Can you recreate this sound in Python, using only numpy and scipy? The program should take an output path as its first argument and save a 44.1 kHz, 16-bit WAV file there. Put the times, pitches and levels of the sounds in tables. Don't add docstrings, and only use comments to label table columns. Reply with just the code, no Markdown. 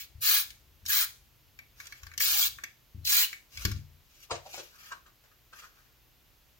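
import sys
import numpy as np
from scipy import signal
from scipy.fft import rfft, irfft
from scipy.io import wavfile
from scipy.ndimage import uniform_filter1d

SR = 44100
rng = np.random.default_rng(int(sys.argv[2]) if len(sys.argv) > 2 else 0)


def master_out(mix):
    frames = np.transpose(np.atleast_2d(mix))
    ceiling = np.clip(frames, -1, 1)
    pcm = np.round(ceiling * 32767).astype(np.int16)
    wavfile.write(sys.argv[1], SR, pcm)


N = 290619
TIME = np.arange(N) / SR


def amp(db):
    return 10 ** (np.asarray(db) / 20)


def unit(x):
    return x / np.sqrt(np.mean(x ** 2) + 1e-20)


def at_hz(points, hz):
    f, value = np.transpose(points)
    return np.interp(np.log(np.maximum(hz, 1)), np.log(f), value)


def colour(x, spectrum, size=8192):
    gain = unit(amp(at_hz(spectrum, np.linspace(0, SR / 2, size // 2 + 1))))
    cepstrum = irfft(np.log(gain))
    cepstrum[1:size // 2] *= 2
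    cepstrum[size // 2 + 1:] = 0
    impulse_response = irfft(np.exp(rfft(cepstrum)))
    return signal.fftconvolve(x, impulse_response)[:N]


def high_pass(x, order, hz):
    return signal.sosfilt(signal.butter(order, hz, "high", fs=SR, output="sos"), x)


def ring(x, hz, t60_s):
    radius = np.exp(-np.log(1000) / (t60_s * SR))
    angle = 2 * np.pi * hz / SR
    poles = [1, -2 * radius * np.cos(angle), radius * radius]
    return signal.lfilter([0, np.sin(angle)], poles, x + 1e-18)


def band_noise(hz, width, size, order=1):
    edges_hz = [hz / (1 + width / 2), hz * (1 + width / 2)]
    sos = signal.butter(order, edges_hz, "band", fs=SR, output="sos")
    return unit(signal.sosfilt(sos, rng.standard_normal(size)))


def burst(shape, hz, width, order):
    noise = band_noise(hz, width, len(shape), order)
    return unit(shape * noise) * np.sqrt(np.mean(shape ** 2))


def grains(per_s, spread_db):
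    sizes = amp(spread_db * np.clip(rng.standard_normal(N), -2, 2))
    signs = rng.choice([-1, 1], N)
    return unit(sizes * signs * (rng.random(N) < per_s / SR))


def drift(per_s):
    return np.interp(TIME * per_s, np.arange(N // 20), rng.standard_normal(N // 20))


def strikes(s, db):
    out = np.zeros(N)
    out[np.round(np.asarray(s) * SR).astype(int)] = amp(db)
    return out


def add(out, s, sound):
    start = max(round(s * SR), 0)
    out[start:start + len(sound)] += sound[:N - start]


def glide(start_s, end_s, attack_s, release_s):
    share = np.minimum((TIME - start_s) / attack_s, (end_s - TIME) / release_s)
    return np.sin(np.pi / 2 * np.clip(share, 0, 1))


PRESS_POWER = 1.59


def press(start_s, hardest_s, end_s):
    return np.interp(TIME, [start_s, hardest_s, end_s], [0, 1, 0]) ** PRESS_POWER


def pan(x, left_db):
    return x * amp([[left_db], [-left_db]])


# pitch_hz, level_db
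FLOOR_COLOUR = [(15, -17), (32, 7.5), (55, 0), (90, -4), (125, -4), (190, -13), (320, -12.5), (500, -16),
                (1700, -18.5), (2800, -16.5), (6700, -22), (9000, -30.5), (13000, -17), (16000, -21.5)]
# pitch_hz, rms_db
MAINS_HUM = [(59.5, -74.5), (119, -81.5)]
FLOOR_DB = -64


def background(side_db=-5):
    mid, side = (colour(white, FLOOR_COLOUR) for white in rng.standard_normal((2, N)))
    hum = sum(amp(db) * np.sqrt(2) * np.sin(2 * np.pi * hz * TIME) for hz, db in MAINS_HUM)
    noise = mid + amp(side_db) * side * [[1], [-1]]
    return amp(FLOOR_DB) * noise + hum


# pitch_hz, tail_db
TAIL_LEVEL = [(60, -34.5), (200, 3.5), (600, -8), (1200, -8), (3000, -7), (8000, -13.5), (16000, -13)]
# pitch_hz, t60_s
TAIL_T60 = [(100, 0.22), (1000, 0.27), (4000, 0.3), (8000, 0.41), (15000, 0.24)]


def room(x, size=24000):
    t, edges_hz = np.arange(size) / SR, np.geomspace(60, 19000, 10)
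    tail = np.zeros((2, size))
    for low, high in zip(edges_hz, edges_hz[1:]):
        hz = np.sqrt(low * high)
        sos = signal.butter(2, [low, high], "band", fs=SR, output="sos")
        band = signal.sosfilt(sos, rng.standard_normal((2, size)))
        decay = np.exp(-np.log(1000) * t / at_hz(TAIL_T60, hz)) * (t > .006)
        tail += amp(at_hz(TAIL_LEVEL, hz)) * band * decay / np.linalg.norm(decay)
    return signal.fftconvolve(x, tail, axes=1)[:, :N]


def scatter(x, spread_s=0.0055, changes_per_s=35, count=7, size=1024):
    t, out = np.arange(size) / SR, 0
    bright = high_pass(x, 2, 900)
    decay = np.exp(-t / spread_s)
    weights = np.array([drift(changes_per_s) for _ in range(count)])
    for weight in weights / np.linalg.norm(weights, axis=0):
        paths = rng.standard_normal((2, size)) * decay / np.linalg.norm(decay)
        out = out + signal.oaconvolve(weight * bright, paths, axes=1)[:, :N]
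    return out


def direct(x, treble_loss=0.51, lag_samples=6):
    left, right = x - treble_loss * high_pass(x, 1, 1200)
    return np.array([left, np.pad(right, (lag_samples, 0))[:N]])


# hit_s, level_db, contact_s, rebound_delay_s
THUMPS = [(0.153, -43.5, 0.0087, 0.029), (0.83, -51, 0.006, 0.024), (2.031, -42, 0.013, 0.035),
          (2.948, -41, 0.0041, 0.037), (3.652, -27.5, 0.0031, 0.031), (3.72, -31.5, 0.0047, 0.041),
          (4.318, -45.5, 0.0057, 0.02)]
# pitch_hz, level_db, t60_s
DESK_MODES = [(82.3, 0.5, 0.46), (97, -34, 0.096), (103.6, 1, 0.23), (141, -12, 0.49), (198.2, -5.5, 0.24),
              (245, -16, 0.24), (307, -8, 0.11), (401, 0.5, 0.044)]
# start_s, hardest_s, end_s, rumble_db
LEANING = [(-5.5, 0.92, 3.1, -63.5), (1.5, 2.56, 2.76, -59), (3.5, 3.584, 4.17, -49)]
REBOUND_DB = -4.5


def desk(rumble_hz=62):
    force = np.zeros(N)
    for s, db, contact_s, rebound_s in THUMPS:
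        push = np.hanning(max(round(contact_s * SR), 3))
        push = push / push.sum()
        add(force, s - contact_s / 2, amp(db) * push)
        add(force, s + rebound_s - contact_s / 2, amp(db + REBOUND_DB) * push)
    boom = sum(amp(db) * ring(force, hz, t60_s) for hz, db, t60_s in DESK_MODES)
    weight = sum(amp(db) * press(start, hardest, end) for start, hardest, end, db in LEANING)
    return boom + weight * band_noise(rumble_hz, 0.9, N, order=2)


# start_s, hardest_s, end_s, relative friction_db, sheet_hum_db
RUBS = [(1.743, 1.798, 2.35, -52, -64.5), (3.484, 3.615, 3.84, -40.5, -59.5),
        (3.95, 4.176, 4.33, -59.5, -86), (4.187, 4.234, 4.27, -47.5, -80), (4.402, 4.556, 4.75, -43.5, -64),
        (4.637, 4.87, 5.016, -49, -57.5), (5.498, 5.586, 5.73, -49.5, -56), (5.6, 5.79, 5.99, -66, -67.5)]
# pitch_hz, level_db
RUB_COLOUR = [(300, -53), (550, -17.5), (900, -27.5), (1350, -12.5), (1900, -15), (2400, -3.5), (3600, -7),
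              (6200, -4), (8700, -18.5), (12500, -8), (16000, -15)]
SHEET_HZ, SHEET_WIDTH = 1380, 0.49


def rubbing(friction_trim_db=-3, flutter_db=2):
    friction, bending = 0, 0
    for start, hardest, end, friction_db, sheet_db in RUBS:
        touch = press(start, hardest, end)
        friction = friction + amp(friction_db + friction_trim_db) * touch
        bending = bending + amp(sheet_db) * touch
    fibres = colour(grains(per_s=4000, spread_db=2.5), RUB_COLOUR)
    sheet = band_noise(SHEET_HZ, SHEET_WIDTH, N, order=2)
    return amp(flutter_db * drift(90)) * (friction * fibres + bending * sheet)


# peak_s, level_db, pitch_hz, decay_s (to 1/e), edge_db re flap
FLAPS = [(4.312, -28, 954, 0.006, -7), (4.315, -35, 573, 0.023, -0.5), (4.355, -45, 820, 0.0086, 0.5),
         (4.461, -45, 680, 0.022, -7.5), (4.542, -47.5, 732, 0.012, 7.5), (4.581, -46, 665, 0.012, 6),
         (4.598, -46.5, 456, 0.011, 0.5), (4.921, -35.5, 1230, 0.0081, -6), (5.064, -56.5, 1230, 0.021, -3),
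         (5.239, -68.5, 1500, 0.032, 3), (5.316, -61, 1460, 0.013, -10), (5.535, -44.5, 1430, 0.0043, -4.5),
         (5.626, -50.5, 1420, 0.027, -5)]
# pitch_hz, level_db
CARD_COLOUR = [(250, -7), (500, 3), (1300, -1.5), (2500, 1.5), (5000, -0.5), (7000, -2.5), (9000, -10.5),
               (13000, -60), (16000, -46)]
FLAP_SWELL_S = 0.0043


def card(width=0.52, size=24000):
    out, crisp = np.zeros(N), np.zeros(N)
    t = (np.arange(size) - size // 4) / SR
    for s, db, hz, decay_s, edge_db in FLAPS:
        shape = amp(db) * np.exp(np.minimum(t / FLAP_SWELL_S, -t / decay_s))
        add(out, s + t[0], burst(shape, hz, width, order=3))
        add(crisp, s + t[0], shape * amp(edge_db))
    return out + colour(crisp * grains(per_s=4800, spread_db=2.0), CARD_COLOUR)


# hit_s, relative ring_db, relative crack_db, favoured_hz (by the touch)
CLICKS = [(0.504, -44, -29.5, 2000), (0.8535, -44, -32, 1690), (0.862, -52, -17.5, 1700),
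          (0.885, -37, -26, 1570), (1.589, -38, -39, 2210), (1.801, -33, -30, 1730),
          (1.856, -46, -36, 1600), (1.869, -48, -29, 1780), (1.923, -33, -32.5, 1760),
          (2.032, -38, -32.5, 1500), (2.067, -36.5, -32.5, 1520), (2.115, -40, -42.5, 1710),
          (2.137, -41, -37.5, 1790), (2.178, -35.5, -14, 1890), (2.204, -19, -16, 1970),
          (2.585, -32.5, -39, 1540), (2.637, -28.5, -21.5, 1920), (3.051, -57, -19.5, 2000),
          (3.073, -44, -14, 1800), (3.329, -29, -30.5, 2030), (3.573, -37, -26, 2240),
          (3.6512, -21.5, -10.5, 1530), (3.715, -33, -22, 1420)]
# pitch_hz, relative level_db, t60_s
CASE_MODES = [(1134, 0.5, 0.037), (1395, -3, 0.034), (1573, 3, 0.018), (1800, 3.5, 0.018),
              (2020, -10.5, 0.019), (2010, 1.5, 0.022), (2255, 6.5, 0.039), (2570, 5, 0.018),
              (3740, 5, 0.03)]
# pitch_hz, level_db
CRACK_COLOUR = [(500, -17.5), (1200, -24), (2800, 4.5), (4200, 9), (6500, 8.5), (8600, -5), (11000, -4.5),
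                (14000, 4), (16000, -13)]


def case_clicks(ring_trim_db=-5, crack_trim_db=-4, crack_s=0.0018, slope_db_per_octave=20):
    s, ring_db, crack_db, favoured_hz = np.transpose(CLICKS)
    rings = 0
    for k, (hz, db, t60_s) in enumerate(CASE_MODES):
        octaves = np.abs(np.log2(hz / favoured_hz))
        strength_db = ring_db + db - slope_db_per_octave * octaves + rng.normal(0, 1, len(s))
        rings = rings + (-1) ** k * ring(strikes(s, strength_db), hz, t60_s)
    decay = np.exp(-1 / (crack_s * SR))
    chatter = signal.lfilter([1], [1, -decay], strikes(s, crack_db) + 1e-18)
    chatter = uniform_filter1d(chatter, size=130)
    cracks = colour(chatter * rng.standard_normal(N), CRACK_COLOUR)
    return amp(ring_trim_db) * rings + amp(crack_trim_db) * cracks


# centre_s, pitch_hz, level_db, length_s (Gaussian sigma)
SQUEAKS = [(0.284, 4400, -30, 0.029), (0.318, 4100, -30.5, 0.011), (0.351, 3370, -33, 0.011),
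           (0.908, 1650, -31, 0.0085), (2.384, 800, -53, 0.035), (2.428, 3370, -31, 0.015),
           (3.085, 4150, -37.5, 0.019), (3.235, 2970, -29, 0.0055)]


def squeaks(width=0.082, size=8192):
    out, t = np.zeros(N), (np.arange(size) - size / 2) / SR
    for s, hz, db, length_s in SQUEAKS:
        shape = amp(db) * np.exp(-.5 * (t / length_s) ** 2)
        add(out, s + t[0], burst(shape, hz, width, order=2))
    return out


# start_s, end_s, attack_s, release_s,
# relative rasp_db, glue_db
STROKES = [(-0.1, 0.066, 0.02, 0.2, -35.5, -34), (0.205, 0.442, 0.091, 0.12, -25.5, -20),
           (0.869, 1.061, 0.059, 0.057, -28.5, -22), (2.195, 2.491, 0.013, 0.047, -28, -24),
           (3.042, 3.265, 0.1, 0.062, -25, -20.5)]
# hollow_db, peak_hz, peak_db, dip_hz, dip_db (either sign), upper_db
GRIPS = [(-2, 5200, 0, 2300, 7, -1.5), (4.5, 3800, 2.5, 1910, -9, 0), (4, 1590, 2.5, 2760, -7, 0.5),
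         (0, 3400, -1.5, 1966, -17, 1), (1, 4040, 3.5, 2400, 3.5, 1)]
# pitch_hz, level_db
RASP_COLOUR = [(240, -41), (600, -29.5), (800, -23.5), (1150, -10), (1550, -5), (2000, -3), (2800, -1),
               (4200, 3.5), (5000, -0.5), (7000, 0), (8500, -8), (10000, -35), (13000, -12.5)]
# pitch_hz, level_db
GLUE_COLOUR = [(6000, -40), (8500, -16), (9500, -8), (11000, -6), (12500, -2), (14000, 0), (15500, 1),
               (16500, 0)]
RASP_POWER, GLUE_POWER, HOLLOW_POWER = 1.14, 1, 1.5
HOLLOW_BELOW_HZ = 1800
WEIGHT_LAG_S = 0.011


def strokes(teeth_hz=130, tooth_depth=0.19, flutter_db=1.0, rasp_trim_db=-0.5, breadth=0.06):
    turn = np.cumsum(teeth_hz * amp(2 * drift(15))) / SR
    pull = (1 + tooth_depth * np.sin(2 * np.pi * turn)) * amp(flutter_db * drift(400))
    teeth = pull * grains(per_s=4500, spread_db=1.5)
    strands = colour(pull * grains(per_s=3500, spread_db=2), GLUE_COLOUR)
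    hz = np.geomspace(200, 16000, 160)
    low_pass = signal.butter(2, HOLLOW_BELOW_HZ, fs=SR, output="sos")
    out = 0
    for stroke, grip in zip(STROKES, GRIPS):
        start, end, attack, release, rasp_db, glue_db = stroke
        hollow_db, peak_hz, peak_db, dip_hz, dip_db, upper_db = grip
        speed = glide(start, end, attack, release)
        weight = glide(start + WEIGHT_LAG_S, end + WEIGHT_LAG_S, attack, release)
        tilt = at_hz([(1600, hollow_db), (3000, 0), (6500, upper_db)], hz)
        cupped = sum(db * np.exp(-(np.log(hz / centre) / breadth) ** 2)
                     for centre, db in [(peak_hz, peak_db), (dip_hz, dip_db)])
        gears = colour(teeth, np.column_stack([hz, at_hz(RASP_COLOUR, hz) + tilt + cupped]))
        body = signal.sosfiltfilt(low_pass, gears)
        rasp = speed ** RASP_POWER * (gears - body) + weight ** HOLLOW_POWER * body
        out = out + amp(rasp_db + rasp_trim_db) * rasp
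        out = out + amp(glue_db) * speed ** GLUE_POWER * strands
    return out


RUNNER_LEFT_DB, CASE_LEFT_DB, DESK_LEFT_DB, CARD_LEFT_DB = 0.55, 0.9, 2.35, 1.07


def scene(scatter_db=-1.5):
    runner = pan(strokes() + squeaks(), RUNNER_LEFT_DB)
    case = pan(case_clicks(), CASE_LEFT_DB)
    thumps = pan(desk(), DESK_LEFT_DB)
    paper = pan(card() + rubbing(), CARD_LEFT_DB)
    x = runner + case + thumps + paper
    return direct(x) + amp(scatter_db) * scatter(x) + room(x) + background()


def record(dry, low_cut_hz=40, cutoff_hz=16000):
    lean = high_pass(dry, 2, low_cut_hz)
    return signal.sosfilt(signal.ellip(12, .1, 80, cutoff_hz, fs=SR, output="sos"), lean)


dry = scene()
out = record(dry)
master_out(out)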